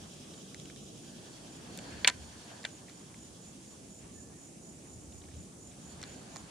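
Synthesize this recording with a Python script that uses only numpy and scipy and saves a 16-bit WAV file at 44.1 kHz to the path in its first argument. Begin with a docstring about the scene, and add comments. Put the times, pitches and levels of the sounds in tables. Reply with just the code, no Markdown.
"""Beside a pond, an angler winds and handles a small geared reel. Far traffic and a deep rumble (shaped noise)
lie under hiss and breeze; crickets, built from sine wing strokes, chirp about four times a second in the grass.
The gears whirr at first (noise in housing resonances), fade away and are heard again. The clutch snaps back;
ticks and soft touches (short noise pushes) ring the reel, hands rustle and rasp, and faint thin tones sound:
a far whistle and, late on, a short squeak (arched sines)."""
import sys
import numpy as np
from scipy import signal
from scipy.fft import rfft, irfft
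from scipy.io import wavfile

SR = 44100
rng = np.random.default_rng(int(sys.argv[2]) if len(sys.argv) > 2 else 0)


def boost(x):
    """Linear amplitude factor 10**(x/20) for a level x in decibels (scalar or array-like)."""
    u = np.asarray(x, float) / 20
    return 10 ** u


def put_to_file(sound):
    """Save the sound as 16-bit audio at rate SR, in the file named by the first command-line argument."""
    columns = np.atleast_2d(sound).T  # one column per channel
    safe = np.clip(columns, -1, 1)
    whole_steps = np.round(safe * 32767)
    wavfile.write(sys.argv[1], SR, whole_steps.astype(np.int16))


N = 286694   # length in samples, 6.5 s


def rms_one(x):
    """Scale to rms 1."""
    return x / np.sqrt(np.mean(x ** 2) + 1e-20)


def at_hz(points, hz):
    """Read a spectrum on a log-frequency axis."""
    points = np.array(points)
    return np.interp(np.log(hz), np.log(points[:, 0]), points[:, 1])


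def curve(rows):
    """Read a level curve at every sample."""
    return np.interp(np.arange(N) / SR, *np.transpose(rows))


def drift(rate_hz):
    """Slow random wander of rms about 1: noise through two equal one-pole low-passes at rate_hz."""
    step = 40   # worked out at every 40th sample, then joined by straight lines
    r = np.exp(-2 * np.pi * rate_hz * step / SR)
    slow = signal.lfilter([1], [1, -2 * r, r * r], rng.standard_normal(N // step + 2002))
    slow = rms_one(slow[2000:])   # leave out the filter's start
    return np.interp(np.arange(N) / step, np.arange(len(slow)), slow)


def ring(x, hz, t60_s):
    """Two-pole resonator: a unit click sets a sine of starting height 1 ringing, 60 dB down after t60_s."""
    r = boost(-60 / (t60_s * SR))
    w = 2 * np.pi * hz / SR
    return signal.lfilter([0, np.sin(w)], [1, -2 * r * np.cos(w), r * r], x + 1e-18)


def band(x, low_hz, high_hz):
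    """Butterworth band-pass, 12 dB per octave on each side."""
    edges = [low_hz, min(high_hz, .45 * SR)]
    return signal.sosfilt(signal.butter(2, edges, "band", fs=SR, output="sos"), x)


def high_pass(x, order, hz):
    """Butterworth high-pass."""
    return signal.sosfilt(signal.butter(order, hz, "high", fs=SR, output="sos"), x)


def sides(x, pan_db):
    """Place a mono sound in stereo; pan_db is left minus right."""
    return x * boost(np.multiply.outer([.5, -.5], pan_db * np.ones(N)))


# Likeness of left and right in diffuse sound: f/Hz, correlation [-1 to 1]
LEFT_RIGHT_LIKENESS = [(40, .75), (70, .9), (130, .9), (290, .89), (640, .23), (1410, -.15), (3100, .27),
                       (6820, .22), (15000, -.2)]


def field(spectrum, patchy_db, rate_hz):
    """Diffuse stereo noise: coloured, alike in both ears by frequency, flickering per octave; mid rms 1."""
    hz = np.maximum(np.fft.rfftfreq(N, 1 / SR), 1)
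    mid, side = rfft(rng.standard_normal((2, N))) * boost(at_hz(spectrum, hz))
    alike = np.clip(at_hz(LEFT_RIGHT_LIKENESS, hz), -.99, .99)
    ears = np.sqrt(1 + alike) * mid + np.sqrt(1 - alike) * side * [[1], [-1]]
    octave = np.log2(hz / spectrum[0][0])
    octaves = int(np.log2(spectrum[-1][0] / spectrum[0][0])) + 2
    out = 0
    for k in range(octaves):
        share = np.cos(np.pi / 2 * np.clip(octave - k, -1, 1)) ** 2   # neighbouring octaves crossfade
        out = out + irfft(ears * share, N) * boost(patchy_db * drift(rate_hz))
    return out / np.std(out.mean(axis=0))


# Colour of the deep rumble, shape only: f/Hz, level/dB [per Hz]
RUMBLE_COLOUR = [(40, -24), (62, -4.5), (85, -5.5), (108, -8), (140, -15)]
# Swells of the rumble: t/s, peak level/dB [before the wander], half length/s [down to 1/e]
RUMBLE_SWELLS = [(0, -56.5, 0.075), (0.674, -62, .12), (1.05, -73, 0.083), (1.97, -58, 0.13),
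                 (2.264, -54.5, 0.094), (3.3, -61, 0.21), (4.136, -56.5, 0.19), (4.925, -56, 0.14),
                 (5.25, -53.5, 0.23), (5.848, -58.5, 0.21), (6.5, -63, .15)]


def rumble():
    """Deep far rumble: low noise in bell-shaped swells with a random wander in level."""
    t = np.arange(N) / SR
    swell = sum(boost(db) * np.exp(-((t - s) / half_s) ** 2) for s, db, half_s in RUMBLE_SWELLS)
    return swell * boost(3.84 * drift(8.0)) * field(RUMBLE_COLOUR, patchy_db=2.5, rate_hz=2.7)


# Colour of the traffic, shape only: f/Hz, level/dB [per Hz]
TRAFFIC_COLOUR = [(20, -43), (35, -16), (55, -12.5), (110, -4.5), (170, -0.5), (330, -5), (450, -10.5),
                  (800, -19), (1200, -55)]
# Level of the traffic: t/s, level/dB
TRAFFIC_CURVE = [(0, -52.5), (.83, -50.5), (1.4, -52.5), (1.96, -48.5), (2.3, -54.5), (3.5, -54.5),
                 (3.8, -53.5), (5.9, -53.5), (6.08, -50), (6.5, -54)]


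def traffic():
    """Far traffic: broad low noise that follows a level curve."""
    return boost(curve(TRAFFIC_CURVE)) * field(TRAFFIC_COLOUR, patchy_db=.62, rate_hz=7.7)


# Colour of the hiss, shape only: f/Hz, level/dB [per Hz]
HISS_COLOUR = [(1500, -13), (2500, -14.5), (4200, -8), (6000, 2), (7600, 2.5), (9600, 1.5), (10400, -3),
               (11300, -16), (14200, -19), (15500, -43), (16300, -48)]
HISS_DB = -61


def hiss():
    """Steady hiss of leaves, far insects and microphone: high noise with a slight flicker."""
    return boost(HISS_DB) * field(HISS_COLOUR, patchy_db=.25, rate_hz=9.0)


# Colour of the breeze, shape only: f/Hz, level/dB [per Hz]
BREEZE_COLOUR = [(800, -43), (1100, 13), (1800, -1), (2600, 0), (4000, 5), (6000, -37)]
# Level of the breeze: t/s, level/dB
BREEZE_CURVE = [(0, -70.5), (.83, -68.5), (1.05, -77), (3.8, -76.5), (4.75, -76.5), (5.3, -74.5),
                (6.5, -69)]


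def breeze():
    """Breeze: patchy noise above about 1 kHz that follows a level curve."""
    return boost(curve(BREEZE_CURVE)) * field(BREEZE_COLOUR, patchy_db=3.0, rate_hz=15.0)


# Faint thin tones, one a row: a far whistle, and at 6.14 s a short squeak:
# start t/s, length/s, top f/Hz, level/dB [rms before flicker and panning], fall over the tone/Hz
THIN_TONES = [(4.085, .035, 1165, -68, 0), (4.15, .07, 1765, -70, 0), (4.21, .125, 1750, -75, 0),
              (4.33, .075, 1860, -73, 150), (6.14, .06, 1600, -71, 0)]
TOP_AT = .4     # share of the tone where the level peaks and the arch is highest
ARCH_HZ = 300   # sag per squared share of the tone away from there


def thin_tones():
    """Far whistle and a short squeak: sines that arch in pitch, with soft ends and a small random wobble."""
    out, t = np.zeros(N), np.arange(N) / SR
    for s, length_s, top_hz, db, fall_hz in THIN_TONES:
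        along = np.clip((t - s) / length_s, 0, 1)
        rise_or_fall = np.minimum(along / TOP_AT, (1 - along) / (1 - TOP_AT))
        swell = np.sin(np.pi / 2 * rise_or_fall) ** .5
        from_top = along - TOP_AT
        hz = top_hz - ARCH_HZ * from_top ** 2 - fall_hz * from_top + 20 * drift(40)
        out += np.sqrt(2) * boost(db) * swell * np.sin(2 * np.pi * np.cumsum(hz) / SR)
    return sides(out * boost(2 * drift(30.0)), pan_db=-11.0)


# Wing strokes of one chirp: place [strokes from the loudest], level/dB [against the chirp], f offset/Hz
WING_STROKES = [(-4, -12, -200), (-3, -7, -100), (-2, -4, -30), (-1, -2.5, 0), (0, -2, 10), (1, -5.5, 10)]
# Runs of evenly spaced chirps, and stray single chirps of a lower cricket:
# first t/s, last t/s, chirps [count], level/dB [stroke peak], wing f/Hz; all before the scatter below
CHIRPS = [(.165, 2.265, 10, -57, 6945), (2.515, 3.0, 3, -55.5, 6965), (3.245, 3.72, 3, -52.5, 6975),
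          (3.965, 5.675, 8, -51.5, 6975), (5.9, 6.39, 3, -51.5, 6970), (.14, .68, 3, -61.5, 7220),
          (1.375, 1.83, 2, -61.5, 7225), (2.41, 2.92, 3, -60.5, 7230), (3.21, 5.02, 8, -59.5, 7250),
          (5.91, 6.2, 2, -59, 7245), (.43, 1.03, 2, -58.5, 6880), (1.91, 1.91, 1, -57, 6920),
          (5.04, 5.04, 1, -58, 6840)]
CHIRP_JITTER_S, CHIRP_SPREAD_DB, CHIRP_SPREAD_HZ = .005, .7, 12


def crickets(stroke_s=.0212, fill=1.4, rough=.55, echo_db=-8.0, echo_s=.04):
    """Each chirp is a swell of short wing strokes, rising in pitch, blurred by scatter in the grass."""
    out = np.zeros((2, N + SR))
    size = int(fill * stroke_s * SR)   # strokes overlap a little
    chirps = np.array([(s, db, hz) for first, last, count, db, hz in CHIRPS
                       for s in np.linspace(first, last, count)])
    chirps = chirps + rng.standard_normal(chirps.shape) * [CHIRP_JITTER_S, CHIRP_SPREAD_DB, CHIRP_SPREAD_HZ]
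    luck = rng.standard_normal((len(chirps), len(WING_STROKES), 4))
    for (s, level_db, wing_hz), row in zip(chirps, luck):
        for (k, db, offset_hz), (late, loud, left, right) in zip(WING_STROKES, row):
            i = int((s + k * stroke_s + 0.0011 * late) * SR) - size // 2
            phase = 2 * np.pi * (wing_hz + offset_hz) * np.arange(i, i + size) / SR
            stroke = np.hanning(size) * np.sin(phase + .5 * np.array([[left], [right]]))
            out[:, i:i + size] += boost(level_db + db + loud) * stroke
    flutter = signal.lfilter([.06], [1, -.94], rng.standard_normal((2, N)))
    direct = out[:, :N] * (1 + rough * rms_one(flutter))
    # scattered echoes from bank and trees: a short dying noise
    t = np.arange(SR // 4) / SR
    scatter = rng.standard_normal((2, len(t))) * np.exp(-t / echo_s)
    scatter = scatter / np.sqrt((scatter ** 2).sum(axis=1, keepdims=True))
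    return direct + boost(echo_db) * signal.fftconvolve(direct, scatter, axes=1)[:, :N]


# Colour of sleeves and grip, shape only: f/Hz, level/dB [per Hz]
RUSTLE_COLOUR = [(300, -20), (550, 2.5), (900, 1.5), (1600, -7.5), (2600, -6), (4500, -12), (8000, -23),
                 (14000, -66)]


def rustle(effort_db):
    """Rustle of sleeves and grip: patchy noise whose level is the effort of the hands."""
    return boost(effort_db) * field(RUSTLE_COLOUR, patchy_db=2.5, rate_hz=10.0)


# Two resonances rasped by dragging fingers: f/Hz, width/Hz, level/dB [effort and whirr at reference],
# slope on effort [dB per dB], slope on whirr [dB per dB]
RASP_BANDS = [(1626, 330, -70, 1.5, 0.6), (4450, 380, -69.5, 1.2, .6)]
REFERENCE_DB = -62   # reference for both effort and whirr


def rasp(effort_db, whirr_db):
    """Fingers drag on the reel: grainy friction noise, growing with effort and with the whirr of the gears."""
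    out = 0
    for hz, width_hz, db, per_effort, per_whirr in RASP_BANDS:
        rub = rng.standard_normal((2, N))
        rub = (rub + 0.24 * rub[::-1]) * boost(1.8 * drift(9.0))   # each side leaks a little into the other
        level_db = db + per_effort * (effort_db - REFERENCE_DB) + per_whirr * (whirr_db - REFERENCE_DB)
        out = out + boost(level_db) * rms_one(band(rub, hz - width_hz / 2, hz + width_hz / 2))
    return out


# Gear housing resonances: f/Hz, spread/Hz [ring time t60 is 4.2 / spread], level/dB [relative]
HOUSING_MODES = [(2800, 790, -3), (3146, 140, -3), (3390, 350, 1.5), (3830, 1100, 3.5), (4960, 610, 2),
                 (5610, 1100, 5)]
THROB_PER_S, THROB_FIRST_S, THROB_DEPTH = 10.5, 0.027, 0.28


def gears(whirr_db):
    """Tooth noise in the housing resonances, throbbing once per turn of the pinion."""
    turn = 2 * np.pi * THROB_PER_S * (np.arange(N) / SR - THROB_FIRST_S)
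    teeth = rng.standard_normal((2, N))
    teeth = (teeth + 0.12 * teeth[::-1]) * (1 + THROB_DEPTH * np.cos(turn))
    hum = sum(boost(db) * rms_one(ring(teeth, hz, 4.2 / spread_hz)) for hz, spread_hz, db in HOUSING_MODES)
    hum = high_pass(hum, 6, 2550)   # the small housing has no lower voice
    return rms_one(hum) * boost(whirr_db)


# Ticks and snaps of the reel: t/s, peak level/dB [before the last filters], centre f/Hz,
# knock level/dB, treble level/dB [both against the crack]
REEL_TICKS = [(0.5446, -34, 4300, 0.5, 3), (.598, -37.5, 4200, -20, 4), (0.6554, -38.5, 2770, -15, -2),
              (.699, -42, 2020, -16, -7), (0.7607, -39.5, 3020, -5, 4), (1.7744, -31, 11000, -27, 1),
              (1.788, -31.5, 3140, -12, -0.5), (2.0454, -8, 3700, -7.5, -19), (2.050, -20.5, 2210, 9, -18),
              (2.0722, -23, 4000, -15, -2), (2.074, -8, 3000, -32, -7), (2.076, -9.5, 2360, -26, 6),
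              (2.0796, -13.5, 2350, -27, 1.5), (2.0838, -12.5, 3230, -2, -12), (2.0899, -20, 6400, 3, -10),
              (2.094, -27, 3400, 4, -15), (2.0975, -23, 6370, -10, -12), (2.0996, -25, 3160, 2, -11),
              (2.631, -40, 4500, -15, -12), (2.641, -35, 2400, -12, -10), (2.6495, -22.5, 3350, 1, -21),
              (2.652, -24, 3800, 1.5, 0), (2.6615, -39, 2800, -10, -12), (2.8956, -43, 3600, 3, -8),
              (3.143, -46, 2090, -10, -12), (6.0157, -36.5, 4460, -23, 2), (6.028, -31, 4900, -7, 1),
              (6.03, -40, 1570, -7, -20), (6.0366, -32, 3970, -4, -10), (6.3593, -34.5, 900, -7, 1),
              (6.3668, -32, 4500, -9, 2)]
# Soft slow touches of fingers on the reel: t/s, peak level/dB [before the last filters], centre f/Hz
FINGER_TOUCHES = [(.335, -47, 3600), (2.879, -46.5, 2300), (4.78, -60, 1980), (5.12, -52, 3500),
                  (5.215, -51, 3400), (5.235, -53, 2600), (5.25, -54, 3000), (5.283, -53.5, 1840),
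                  (5.31, -56, 2300), (5.335, -54, 2870), (5.346, -61, 2700), (5.709, -53, 3500)]
# Modes of the reel body: f/Hz, level/dB [relative], t60/s
REEL_MODES = [(620, -30, 0.1), (820, -14, 0.04), (1000, -11.5, 0.071), (1566, -29, 0.037),
              (1553, -12, 0.11), (1832, -18, 0.09), (2040, -17, 0.065), (2328, -4.5, 0.061),
              (2754, -40, 0.026), (3430, -6, 0.014), (3690, 3.5, 0.012), (4000, 8.5, 0.0045),
              (5400, -2, 0.0072), (4220, -8, 0.02)]
TICK_CONTACT_MS, TOUCH_CONTACT_MS, TOUCH_KNOCK_DB, TOUCH_TREBLE_DB = 1.33, 7.0, -9, -13
THUMP_DB = -10.5   # low thump of the rod, against the knock


def ticks(ring_db=-4.5, apart=0.4, tail_db=-20.0, tail_s=0.0055):
    """Each contact is a broad crack with a low knock and a dying rattle; it also rings the modes of the reel."""
    out, size = np.zeros((2, N)), SR // 8
    contacts = [(*tick, TICK_CONTACT_MS) for tick in REEL_TICKS]
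    contacts += [(*touch, TOUCH_KNOCK_DB, TOUCH_TREBLE_DB, TOUCH_CONTACT_MS) for touch in FINGER_TOUCHES]
    luck = rng.standard_normal((len(contacts), 3, size))
    t = np.arange(size) / SR
    for (s, peak_db, centre_hz, knock_db, treble_db, contact_ms), row in zip(contacts, luck):
        x = 1000 * t / contact_ms
        shape = x * np.exp(-x ** 2) + boost(tail_db) * np.exp(-t / tail_s)   # contact, then rattle
        push = (row[0] + apart * row[1:]) * shape   # shared noise plus some of each side's own
        low_hz, high_hz = centre_hz / 1.6, centre_hz * 1.26
        crack = rms_one(band(band(push, low_hz, high_hz), low_hz, high_hz))
        slow_push = push * np.exp(t / (2 * tail_s))   # the rattle dies half as fast in the knock
        knock = rms_one(band(slow_push, 1350, 2220))
        knock = knock + boost(THUMP_DB) * rms_one(band(slow_push, 400, 1100))
        treble = rms_one(band(row[1:] * shape, 5100, 8260))   # the treble differs at the two ports
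        body = rms_one(sum(boost(db) * ring(push, hz, t60_s) for hz, db, t60_s in REEL_MODES))
        pair = crack + boost(knock_db) * knock + boost(treble_db) * treble + boost(ring_db) * body
        i = int(s * SR)
        out[:, i:i + size] += pair * boost(peak_db) / np.abs(pair.mean(axis=0)).max()
    out = high_pass(out, 2, 400)
    # the microphone port loses the top of these nearby sounds
    return signal.sosfilt(signal.butter(1, 9000, fs=SR, output="sos"), out)


# Effort of the hands: t/s, level/dB
HAND_EFFORT = [(0, -64.5), (.67, -69), (.85, -75), (1.05, -64), (1.27, -60.5), (1.59, -63), (1.75, -57),
               (1.96, -54.5), (2.13, -59), (2.26, -61), (2.53, -57.5), (2.84, -64), (3.4, -65),
               (3.8, -65.5), (5.72, -66), (5.9, -60.5), (6.08, -58.5), (6.5, -59)]
# The gears whirr, fade away and are heard again: t/s, level/dB
GEAR_WHIRR = [(0, -58), (1.5, -60), (2.5, -60.5), (2.8, -64.5), (3.76, -66), (4.2, -80), (5.0, -88),
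              (5.34, -65), (5.56, -89), (5.76, -65.5), (6.08, -64), (6.5, -70)]


def scene():
    """Background layers on their curves, with crickets, hands and reel on top."""
    effort_db, whirr_db = curve(HAND_EFFORT), curve(GEAR_WHIRR)
    background = rumble() + traffic() + hiss() + breeze()
    hands = rustle(effort_db) + rasp(effort_db, whirr_db)
    return background + thin_tones() + crickets() + hands + gears(whirr_db) + ticks()


def roll_off(x):
    """The treble ends steeply here."""
    return signal.sosfilt(signal.butter(12, 16280, fs=SR, output="sos"), x)


# Colour difference of the two ports: f/Hz, level/dB [left minus right]
PORT_DIFFERENCE = [(60, -1), (400, -0.5), (700, -2.5), (1300, 1.5), (2300, 1.5), (4400, -0.5), (7000, -7),
                   (9000, 3.5), (14000, 7)]


def record(dry):
    """A small camera: its two ports differ in colour, and a steep low-pass ends the treble by 16.2 kHz."""
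    hz = np.maximum(np.fft.rfftfreq(N, 1 / SR), 1)
    tilt_db = np.outer([.5, -.5], at_hz(PORT_DIFFERENCE, hz))
    ports = irfft(rfft(dry) * boost(tilt_db), N)
    mix = signal.sosfilt(signal.cheby2(10, 50, 16200, fs=SR, output="sos"), ports)
    return roll_off(mix)


dry = scene()
out = record(dry)
put_to_file(out)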